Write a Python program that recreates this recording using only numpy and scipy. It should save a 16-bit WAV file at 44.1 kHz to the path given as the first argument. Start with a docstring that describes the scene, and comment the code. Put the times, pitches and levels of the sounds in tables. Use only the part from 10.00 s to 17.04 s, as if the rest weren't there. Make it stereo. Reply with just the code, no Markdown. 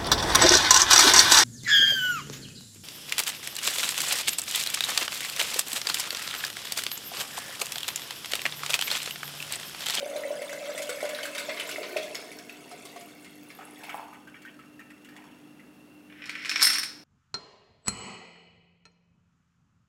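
"""Straining a drink over a kitchen counter

Close stereo microphone, the glass near centre, a fan and an appliance humming in the room behind.
A drink runs from a glass jar of ice into a stemmed glass. The jet drives bubbles that ring the air in the
bowl, breaks into splashes, thins and ends in drips. Then the jar is turned upright and the ice slides
and tumbles to its bottom, ringing the wall. Counter, tiles and cabinets throw back short reflections."""
import sys
import numpy as np
from scipy import signal
from scipy.io import wavfile
from scipy.ndimage import uniform_filter1d

SR = 44100
rng = np.random.default_rng(int(sys.argv[2]) if len(sys.argv) > 2 else 0)


def digitize_waveform(pressure):
    """Quantize a signal to 16-bit integers and store it at the path in sys.argv[1].

    Rows of a 2-D input are taken as channels; values are limited to [-1, 1].
    """
    field = np.atleast_2d(pressure).T
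    bounded = np.clip(field, -1, 1)
    quanta = np.round(bounded * 32767).astype(np.int16)
    wavfile.write(sys.argv[1], SR, quanta)


N = 310371
TIME = np.arange(N) / SR


def amp(db):
    """Decibels to gain."""
    return 10 ** (np.asarray(db) / 20)


def unit(x):
    """Scales to rms 1."""
    return x / np.sqrt(np.mean(x ** 2) + 1e-20)


def burst(x):
    """Scales a short sound to the energy of 20 ms at rms 1."""
    return x / np.sqrt(np.sum(x ** 2) / (.02 * SR) + 1e-20)


def steady(x, span):
    """Evens out the level over span seconds and keeps the finer grain."""
    power = abs(uniform_filter1d(x ** 2, size=int(span * SR)))
    return x / np.sqrt(power + 1e-4 * np.mean(x ** 2))


def swell(s, hold, rise, fall):
    """A gain that rises to 1 at time s, holds and dies away; slopes in dB/s."""
    return amp(-rise * np.maximum(s - TIME, 0) - fall * np.maximum(TIME - s - hold, 0))


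def add(mix, s, sound):
    """Mixes a sound in at time s."""
    part = mix[max(round(s * SR), 0):][:len(sound)]
    part += sound[:len(part)]


def read(points, hz):
    """Reads a curve on a log-frequency axis."""
    f, value = np.transpose(points)
    return np.interp(np.log(hz + 1), np.log(f + 1), value)


def colour(x, points):
    """Minimum-phase filter with the given spectrum."""
    hz = abs(np.fft.fftfreq(4096, 1 / SR))
    log_gain = np.log(amp(np.maximum(read(points, hz), -100)))
    taps = np.fft.ifft(np.exp(np.conj(signal.hilbert(log_gain)))).real[:2048]
    return signal.oaconvolve(x, taps)[:len(x)]


def resonate(x, hz, width_hz):
    """A resonance of gain 1, fixed or moving."""
    turn = np.exp(2j * np.pi * np.cumsum(hz * np.ones(len(x))) / SR)
    pole = np.exp(-np.pi * width_hz / SR)
    return 2 * (turn * signal.lfilter([1 - pole], [1, -pole], x / turn + 1e-18)).real


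def ring_modes(x, modes):
    """Drives several resonances side by side."""
    return sum(amp(db) * resonate(x, hz, width) for hz, width, db in modes)


def clicks(per_s, spread_db):
    """Impulses at random times, of random size and sign."""
    size = amp(spread_db * np.minimum(rng.exponential(1, N), 4)) * rng.choice([-1, 1], N)
    return size * (rng.random(N) < per_s / SR)


def bubble(hz, cycles, rise, size):
    """A bubble pinches off within a cycle, rings, and rises in pitch as it nears the surface."""
    turns = np.multiply.outer(hz, np.arange(size) / SR)
    envelope = np.exp(-turns / cycles) * np.minimum(turns, 1)
    glide = 1 + rise * np.minimum(turns / cycles, 6)
    return envelope * np.sin(2 * np.pi * turns * glide)


def swarm(starts, lo_hz, hi_hz, cycles, spread_db, size=N):
    """Bubbles of random pitch and strength, born at the given times."""
    pitch, strength = rng.random((2, len(starts)))
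    hz = lo_hz * (min(hi_hz, SR / 2) / lo_hz) ** pitch
    gain = amp(-spread_db * np.log(np.maximum(strength, .02))) * np.sqrt(hz / lo_hz)
    waves = gain[:, None] * bubble(hz, cycles, rise=0.015, size=600)
    at = (starts * SR).astype(int)[:, None] + np.arange(waves.shape[1])
    return np.bincount(at.ravel(), waves.ravel(), size)[:size]


def cloud(life, lo_hz, hi_hz, cycles, count):
    """The shower of bubbles after one impact swells quickly and thins out."""
    starts = life * rng.gamma(2, .5, count)
    return swarm(starts - starts.min(), lo_hz, hi_hz, cycles, spread_db=0.5, size=5000)


# Fan noise in the room: (frequency [Hz], relative level [dB])
FAN_SPECTRUM = [(15, -65), (25, -35), (170, -2.5), (248, -0.5), (299, -1.5), (352, -3.5), (620, -9.5),
                (1090, -15), (1320, -12.5), (2460, -20), (2730, -9), (2970, -22.5), (7420, -29),
                (10300, -26.5), (15800, -31)]
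# Appliance hum, centre of the image: (frequency [Hz], rms level [dB])
HUM_LINES = [(76, -82), (120, -79.5), (149.5, -70), (199.2, -66.5), (247.6, -62.5), (298.4, -56),
             (2724, -69.5), (2783, -93)]
# Stereo spread of the room at the microphone: (frequency [Hz], side gain [dB])
ROOM_WIDTH = [(30, 3), (110, -17), (250, -10.5), (600, -13.5), (1300, -9), (2400, -12), (4400, -6.5),
              (8100, -7), (15000, -19.5)]


def room_tone():
    """Behind everything, soft fan noise and the wavering hum of an appliance, as mid and side."""
    mid, side = (amp(-57) * unit(colour(rng.standard_normal(N), FAN_SPECTRUM)) for _ in range(2))
    for hz, db in HUM_LINES:
        waver = unit(resonate(rng.standard_normal(N), hz, width_hz=5 + hz / 110))
        mid += amp(db) * unit(np.sin(2 * np.pi * hz * TIME) + (0.29 + hz / 3000) * waver)
    return np.array([mid, amp(6) * colour(side, ROOM_WIDTH)])


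# Reverberation of the kitchen: (frequency [Hz], t60 [s])
KITCHEN_DECAY = [(200, 0.21), (700, 0.87), (2000, 0.46), (5000, 0.61), (10000, 0.35), (16000, 0.44)]


def room_tail():
    """Sparse reflections follow the direct sound after 4 ms, each band dying at its own speed."""
    taps = rng.choice([-1., 1.], SR) * (rng.random(SR) < 4000 / SR) * (TIME[:SR] > .004)
    hz, t, bands = signal.stft(taps, SR, nperseg=256)
    early = 1 + amp(10.5) * np.exp(-t / 0.0057)  # counter, tiles and cabinets answer first
    decay = amp(-60 * t / read(KITCHEN_DECAY, hz)[:, None])
    tail = signal.istft(bands * early * decay, SR, nperseg=256)[1]
    return tail / np.linalg.norm(tail)


def kitchen(x, width, wet_db, side_db, pan):
    """A close source and its reflections at the microphone, as mid and side; pan above 0 is left."""
    near, across = (signal.oaconvolve(x, room_tail())[:N] for _ in range(2))
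    mid = x + amp(wet_db) * near
    return np.array([mid, pan * mid + amp(side_db) * colour(across, width)])


# Low and high modes of the hand-held jar: (frequency [Hz], spread [Hz], level [dB], t60 [s])
JAR_MODES = [(4840, 18, -32, 0.051), (5390, 34, -8.5, 0.13), (5250, 23, -8, 0.058), (5470, 22, -5.5, 0.073),
             (5380, 234, -3, 0.019)]
JAR_HIGH_MODES = [(8660, 147, 4, 0.11), (9950, 200, -4.5, 0.095), (11020, 220, 1, 0.08),
                  (12200, 560, -1.5, 0.069), (14000, 300, -15, .04), (15500, 230, -14, .04)]


def jar_wall(x, groups):
    """Blows ring the glass wall of the jar, each resonance split into many close modes."""
    t, ring = TIME[:SR // 5], 0
    for hz, spread_hz, db, t60 in groups:
        modes = hz + spread_hz * rng.standard_normal((24, 1))
        beating = np.sin(2 * np.pi * (modes * t + rng.random(modes.shape))).sum(0)
        ring = ring + amp(db) * burst(beating * amp(-60 * t / t60))
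    return signal.oaconvolve(x, ring)[:len(x)]


def contact(chatter_s, chatter_db):
    """One sharp blow and the brief chatter that follows it."""
    t = TIME[:SR // 4]
    chatter = burst(rng.standard_normal(len(t)) ** 3 * np.exp(-t / chatter_s))
    return burst(1. * (t == 0)) + amp(chatter_db) * chatter


# Cube on cube (clack) and cube on glass (crack): (frequency [Hz], gain [dB])
CLACK_SPECTRUM = [(200, -13.5), (600, -25), (850, -26), (1100, -14.5), (1500, -4), (2250, 1), (3000, -6),
                  (3900, -15), (5500, -44), (8000, -41), (15000, -53)]
CRACK_SPECTRUM = [(200, -55), (500, -31), (950, -9), (1500, -8.5), (3000, -7), (4200, 2), (6000, -6.5),
                  (7500, -8.5), (11000, -16.5), (15000, -28)]
# Cubes striking, relative levels: (time [s], clack [dB], crack [dB], wall ring [dB])
ICE_HITS = [(6.1, -43.5, -81, -75), (6.125, -40.5, -77, -63), (6.2211, -33, -63, -46),
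            (6.2404, -31.5, -60, -46), (6.2576, -42, -44.5, -43), (6.2944, -22, -39, -49),
            (6.3531, -25, -48, -56), (6.4489, -25.5, -42, -48), (6.4571, -24, -39.5, -50),
            (6.494, -20, -29, -23), (6.5143, -18.5, -38, -32), (6.559, -15, -53, -22.5),
            (6.5955, -18.5, -53, -29), (6.6111, -37, -25.5, -32), (6.6189, -18.5, -21, -22),
            (6.6268, -23, -19.5, -12), (6.6483, -18, -29.5, -15), (6.6702, -14.5, -26.5, -18),
            (6.7006, -16.5, -33, -23.5), (6.7308, -28, -29.5, -26.5), (6.7558, -20.5, -39, -29),
            (6.784, -22, -40, -23), (6.8321, -23.5, -32, -31)]
# Stereo spread of the ice's reflections: (frequency [Hz], side gain [dB])
ICE_SPREAD = [(60, -8), (130, -11), (290, -10), (640, -14), (1410, -16), (3100, -11), (6820, -6.5),
              (15000, -16)]
SLIP_S, LAND_S, JOSTLE_S = 6.063, 6.62, .15  # the ice lets go, lands and jostles for a moment
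SETTLE_DB_PER_S, GRIP_DB_PER_S = 163, 16


def ice():
    """Close by, cubes slide down the jar, clack on each other and crash on the glass."""
    speed = np.clip((TIME - SLIP_S) / (LAND_S - SLIP_S), 0, 1)
    sliding = speed ** 1.13 * swell(LAND_S, JOSTLE_S, rise=0, fall=SETTLE_DB_PER_S)
    heap = swell(LAND_S, JOSTLE_S, rise=94, fall=SETTLE_DB_PER_S)
    rubbing = steady(colour(clicks(per_s=2000, spread_db=1.5), CLACK_SPECTRUM), span=0.016)
    jostling = clicks(per_s=1800, spread_db=5)
    wall = amp(-35.5) * steady(jar_wall(jostling, JAR_MODES), span=0.026)
    crunch = amp(-37) * steady(colour(jostling, CRACK_SPECTRUM), span=0.047)
    shimmer = amp(-66) * steady(jar_wall(jostling, JAR_HIGH_MODES), span=0.033)
    out = amp(-39) * rubbing * sliding + (wall + crunch + shimmer) * heap
    for s, clack_db, crack_db, ring_db in ICE_HITS:
        grip_db = GRIP_DB_PER_S * max(LAND_S - s, 0)  # the hand damps blows near the neck most
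        glancing_db = 22 * (s < LAND_S)  # glancing blows wake less of the high ring
        clack = colour(contact(chatter_s=0.0034, chatter_db=7.5), CLACK_SPECTRUM)
        crack = colour(contact(chatter_s=0.018, chatter_db=7), CRACK_SPECTRUM)
        ring = jar_wall(contact(chatter_s=0.0039, chatter_db=-4), JAR_MODES)
        high_ring = jar_wall(contact(chatter_s=0.0069, chatter_db=-4), JAR_HIGH_MODES)
        add(out, s, amp(clack_db - 13.5) * burst(clack))
        add(out, s, amp(crack_db - 4) * burst(crack))
        add(out, s, amp(ring_db - 7.5 - grip_db) * burst(ring))
        add(out, s, amp(ring_db - 11.5 - glancing_db) * burst(high_ring))
    return out


# Last spurts at the jar's neck, relative levels:
# (time [s], length [s], gurgle [dB], starting pitch [Hz], dribble [dB])
LAST_SPURTS = [(3.595, 0.057, -50.5, 760, -83), (3.812, 0.075, -46.5, 776, -54.5),
               (3.931, 0.035, -35.5, 800, -80), (5.148, 0.094, -54.5, 795, -59.5)]
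GURGLE_GLIDE_HZ_PER_S, GURGLE_FALL_DB_PER_S, DRIBBLE_RISE_DB_PER_S = 880, 136, 106


def gurgles():
    """Small gulps of air ring the neck, whose pitch climbs as it drains."""
    out = np.zeros(N)
    for s, length, db, hz, _ in LAST_SPURTS:
        pitch = hz + GURGLE_GLIDE_HZ_PER_S * np.clip(TIME - s, 0, .18)
        gulps = resonate(clicks(per_s=370, spread_db=5.5), pitch, width_hz=180)
        neck = steady(resonate(gulps, pitch, width_hz=940), span=0.054)
        out += amp(db - 4.5) * neck * swell(s, length, rise=600, fall=GURGLE_FALL_DB_PER_S)
    return out


def mist():
    """Tiny droplets crackle on the surface under the jet and its last spurts; stray bubbles ping."""
    droplets = unit(swarm(rng.uniform(0, 4.4, 900), 8430, 16700, cycles=6, spread_db=7))
    pings = unit(swarm(rng.uniform(0, 4.3, 150), 2800, 11300, cycles=35, spread_db=1))
    spurts = sum(amp(db) * swell(s, length, DRIBBLE_RISE_DB_PER_S, GURGLE_FALL_DB_PER_S)
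                 for s, length, db, _, _ in LAST_SPURTS)
    lingering = flow() ** 0.6  # the finest droplets thin out more slowly than the jet
    return droplets * (amp(-38) * lingering + amp(-20) * spurts) + amp(-16.5) * pings * flow()


def trickle():
    """A dwindling thread of liquid and the last dribbles patter down and make the glass sing faintly."""
    thread = swell(1.5, hold=0, rise=57, fall=5)
    spurts = sum(amp(db) * swell(s, length, DRIBBLE_RISE_DB_PER_S, fall=51)
                 for s, length, _, _, db in LAST_SPURTS)
    singing = steady(ring_modes(clicks(per_s=120, spread_db=-6), GOBLET_MODES), span=0.116)
    bubbles = swarm(rng.uniform(1.6, 5.6, 3000), 1346, 3330, cycles=8.7, spread_db=5)
    dribble = amp(-2) * steady(bubbles, span=0.048) * spurts
    return singing * (amp(-58) * thread + amp(-13.5) * spurts) + dribble


# Thin wall of the stemmed glass: (frequency [Hz], width [Hz], gain [dB])
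GOBLET_MODES = [(2200, 69, -34), (3380, 300, 2.5), (4380, 110, 1), (5480, 56, 5.5), (6560, 210, 0),
                (7760, 320, -6), (10400, 160, -1.5)]


def goblet(x):
    """Drops and bubbles set the thin wall ringing a little."""
    return x + amp(-9) * ring_modes(x, GOBLET_MODES)


# Air in the bowl, above its hollow note: (frequency [Hz], width [Hz], gain [dB])
BOWL_MODES = [(977, 120, -14.5), (1560, 370, -21.5), (2160, 210, 10.5), (2613, 80, 5.5), (3565, 240, 0),
              (3860, 30, -9.5), (4130, 41, 3), (5380, 74, -55), (6060, 170, 12.5)]


def bowl(x, direct_db):
    """Sound from the surface reaches the microphone directly and through the air modes of the bowl."""
    return amp(direct_db) * x + ring_modes(x, BOWL_MODES)


# Single drops into the glass, relative levels: (time [s], plop [dB], pitch [Hz], spray [dB])
DROPS = [(3.5867, -37, 1226, -58), (3.6085, -35, 1253, -64), (3.893, -25, 2200, -46.5),
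         (3.978, -36, 2580, -64), (4.129, -35.5, 1220, -57), (4.2727, -37.5, 1530, -59),
         (4.3428, -34.5, 2280, -69), (4.4188, -43, 2230, -53), (4.4505, -32, 1540, -55.5),
         (4.5908, -38.5, 1290, -60), (4.793, -34.5, 1794, -55), (4.9029, -38, 2580, -57),
         (5.0467, -41.5, 2870, -54), (5.087, -41, 1750, -55), (5.1637, -38, 1900, -52),
         (5.5953, -43, 2000, -64)]


def drips():
    """A drop plops softly on the surface and traps a few short-lived bubbles."""
    out = np.zeros(N)
    soften = signal.butter(3, [800, 3000], "band", fs=SR, output="sos")
    for s, db, hz, spray_db in DROPS:
        plop = amp(db - 4) * bubble(hz, cycles=8.9, rise=0.0062, size=5000)
        plop += amp(db - 16) * burst(cloud(0.015, 1234, 3150, cycles=5, count=20))
        add(out, s, signal.sosfilt(soften, plop))
        add(out, s, amp(spray_db - 7.5) * burst(cloud(.007, 2960, 14600, cycles=2.7, count=40)))
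    return out


# Large pockets of air driven under: (time [s], relative level [dB], pitch [Hz])
AIR_POCKETS = [(0.028, -27.5, 553), (0.062, -30.5, 590), (0.158, -27, 602), (0.25, -29, 553),
               (0.305, -26, 590), (0.32, -35, 540), (0.416, -29, 590), (0.531, -30, 603), (0.693, -29, 591),
               (0.748, -32, 532), (0.797, -30, 611), (0.891, -29.5, 497), (1.028, -21, 608),
               (1.043, -25, 593), (1.234, -32, 606), (1.487, -30, 625), (1.782, -28.5, 613),
               (1.81, -32, 437), (1.925, -39.5, 377), (1.961, -22.5, 617), (2.715, -38.5, 716),
               (2.96, -39, 694), (3.59, -38.5, 760)]
DEEP_HZ = 418  # the large bubbles that a deeper drink can hold


def glugs():
    """Each air pocket pushes, rings at its own pitch and stirs the liquid; a deeper drink also gulps."""
    out = np.zeros(N)
    times, _, deep_db = np.transpose(FILL_BALANCE)
    for s, db, hz in AIR_POCKETS:
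        push = amp(-4) * bubble(hz, cycles=3.1, rise=0.0023, size=5000)
        note = amp(-3) * bubble(hz, cycles=12, rise=0.0011, size=5000)
        stir = amp(-15.5) * burst(cloud(0.022, 513, 636, cycles=12, count=8))
        gulp_db = np.interp(s, times, deep_db) - 12.5
        gulp = amp(gulp_db) * bubble(DEEP_HZ, cycles=21, rise=0.011, size=5000)
        add(out, s, amp(db) * (push + note + stir + gulp))
    return out


# Slugs of liquid hitting the surface, relative levels:
# (time [s], main bubble [dB], its pitch [Hz], shower [dB], spray [dB])
SLUGS = [(0.1619, -26.5, 3900, -39.5, -41), (0.234, -24, 1930, -48, -64), (0.4179, -26.5, 2090, -41, -42.5),
         (0.4928, -27, 2000, -58, -43), (0.5273, -26, 1560, -43, -40.5), (0.6524, -32, 2120, -39, -49),
         (0.7761, -24, 2070, -36, -35.5), (0.8194, -31, 1560, -49, -34), (0.8914, -24.5, 1430, -34, -33),
         (1.0037, -23.5, 2160, -42, -41), (1.0264, -38, 1020, -42, -40.5), (1.05, -32, 1476, -35, -41),
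         (1.089, -39, 2190, -35, -39), (1.1467, -21.5, 3820, -37, -42), (1.1864, -23.5, 1560, -37, -65),
         (1.2299, -22, 2940, -35.5, -36.5), (1.2527, -22, 1560, -37, -38), (1.3481, -28, 3700, -33, -38),
         (1.3793, -45, 2200, -29.5, -33), (1.3934, -26, 4300, -45, -39), (1.4917, -25, 1974, -29.5, -49),
         (1.5702, -32, 2060, -34, -54), (1.5969, -17.5, 2990, -31, -37), (1.6896, -29, 1460, -36.5, -36),
         (1.7111, -23.5, 2760, -37.5, -37), (1.7577, -21, 2080, -43, -66), (1.8295, -24.5, 2330, -32, -52),
         (1.9657, -16.5, 2460, -30.5, -38), (2.029, -30, 3530, -44.5, -42), (2.146, -24, 2110, -40, -37),
         (2.1517, -18, 5130, -41, -55), (2.3146, -30, 2200, -52, -48.5), (2.3859, -29, 5350, -46, -48),
         (2.4935, -26, 2540, -45.5, -50), (2.7116, -38, 1260, -46, -48), (2.852, -40, 1100, -52, -43),
         (2.961, -37.5, 1100, -44.5, -53), (3.008, -48, 2280, -57, -48), (3.0852, -41, 2200, -58, -58),
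         (3.245, -38, 2540, -46, -50.5), (3.5012, -32, 2260, -46, -55), (3.8337, -32, 2520, -42, -46)]


def splashes():
    """Each slug leaves a main bubble, a shower of smaller ones, a slower wake, a ping and spray."""
    out = np.zeros(N)
    for s, db, hz, shower_db, spray_db in SLUGS:
        ping = bubble(rng.uniform(4280, 9970), cycles=20.4, rise=0.024, size=2000)
        shower = bowl(cloud(.01, 932, 5350, cycles=5.6, count=40), direct_db=-1)
        wake = bowl(cloud(0.029, 1197, 5110, cycles=8.7, count=30), direct_db=1)
        spray = colour(cloud(.008, 4500, 14300, cycles=1.4, count=50), STREAM_SPECTRUM)
        add(out, s + 0.00195, amp(db - 2.5) * bubble(hz, cycles=5.5, rise=0.0098, size=2000))
        add(out, s, amp(shower_db - 7.5) * burst(shower))
        add(out, s, amp(shower_db - 10) * burst(wake))
        add(out, s + 0.0026, amp(spray_db - 12) * burst(ping))
        add(out, s, amp(spray_db - 7) * burst(spray))
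    return out


# Strength of the jet: (time [s], level [dB])
JET_LEVEL = [(0.0, -42.5), (0.41, -43), (0.75, -40.5), (1.21, -41.5), (1.63, -40.5), (2.07, -43),
             (2.47, -52.5), (2.89, -49), (3.29, -56.5), (3.97, -53), (4.1, -70)]
BREAK_OFF_DB_PER_S = 156


def flow():
    """Gain of the jet, which thins and breaks off after the last point."""
    s, db = np.transpose(JET_LEVEL)
    return amp(np.interp(TIME, s, db) - BREAK_OFF_DB_PER_S * np.maximum(TIME - s[-1], 0))


# The hollow note climbs as the glass fills: (time [s], pitch [Hz])
HOLLOW_PITCH = [(0, 555), (.7, 570), (1.2, 556), (1.9, 657), (2.7, 696), (3.6, 720)]
# It gives way to deep bubbling, relative levels: (time [s], hollow note [dB], deep bubbling [dB])
FILL_BALANCE = [(0.25, 4, -23), (1.0, -4, -23), (1.4, -5, -6.5), (1.9, -9.5, 2), (2.6, -7.5, 1),
                (3.3, -13, -1)]
# Tone of the bubbles and spray from close by: (frequency [Hz], gain [dB])
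STREAM_SPECTRUM = [(470, -59), (800, -26), (952, 5), (1120, -1.5), (1520, 7.5), (1660, 1), (2160, 3),
                   (2440, 4.5), (3050, 5.5), (4000, -3), (5200, -10.5), (10000, -8.5), (15500, -14.5)]


def stream():
    """In front of the microphone, the jet churns up a hollow note, deep bubbling, bubbles and spray."""
    pitch = np.interp(TIME, *np.transpose(HOLLOW_PITCH))
    s, hollow_db, deep_db = np.transpose(FILL_BALANCE)
    churn = resonate(clicks(per_s=420, spread_db=-1), pitch, width_hz=68)
    hollow = steady(resonate(churn, pitch, width_hz=180), span=0.025)
    hollow *= amp(np.interp(TIME, s, hollow_db))
    large_bubbles = resonate(clicks(per_s=360, spread_db=0.5), DEEP_HZ, width_hz=81)
    deep = steady(resonate(large_bubbles, 430, width_hz=1300), span=0.075)
    deep *= amp(np.interp(TIME, s, deep_db))
    bubbles = swarm(rng.uniform(0, 4.3, 6000), 739, 6590, cycles=7.9, spread_db=6.5)
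    bubbles = steady(colour(bowl(bubbles, direct_db=-7.5), STREAM_SPECTRUM), span=0.021)
    spray = swarm(rng.uniform(0, 4.3, 8000), 4300, 15500, cycles=6, spread_db=4)
    spray = steady(colour(spray, STREAM_SPECTRUM), span=0.021)
    return flow() * (amp(-1.5) * hollow + amp(-7) * deep + amp(-6.5) * bubbles + amp(-12) * spray)


def scene():
    """At the counter, in stereo: the pour at centre, the ice just to its right, the room all around."""
    low_cut = signal.butter(3, 270, "high", fs=SR, output="sos")  # the pour and the ice carry little below 270 Hz
    liquid = goblet(stream() + glugs() + splashes() + drips()) + mist() + trickle() + gurgles()
    pour = kitchen(signal.sosfilt(low_cut, liquid), ROOM_WIDTH, wet_db=-3.5, side_db=-1, pan=0.0056)
    cubes = kitchen(signal.sosfilt(low_cut, ice()), ICE_SPREAD, wet_db=-5, side_db=0, pan=-0.045)
    mid, side = pour + cubes + room_tone()
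    return np.array([mid + side, mid - side])


def record(dry):
    """The recorder's band limit, just under 16 kHz."""
    low_pass = signal.firwin(511, 15950, window=("kaiser", 9), fs=SR)
    return signal.oaconvolve(dry, low_pass[None], "same")


dry = scene()
out = record(dry)
digitize_waveform(out)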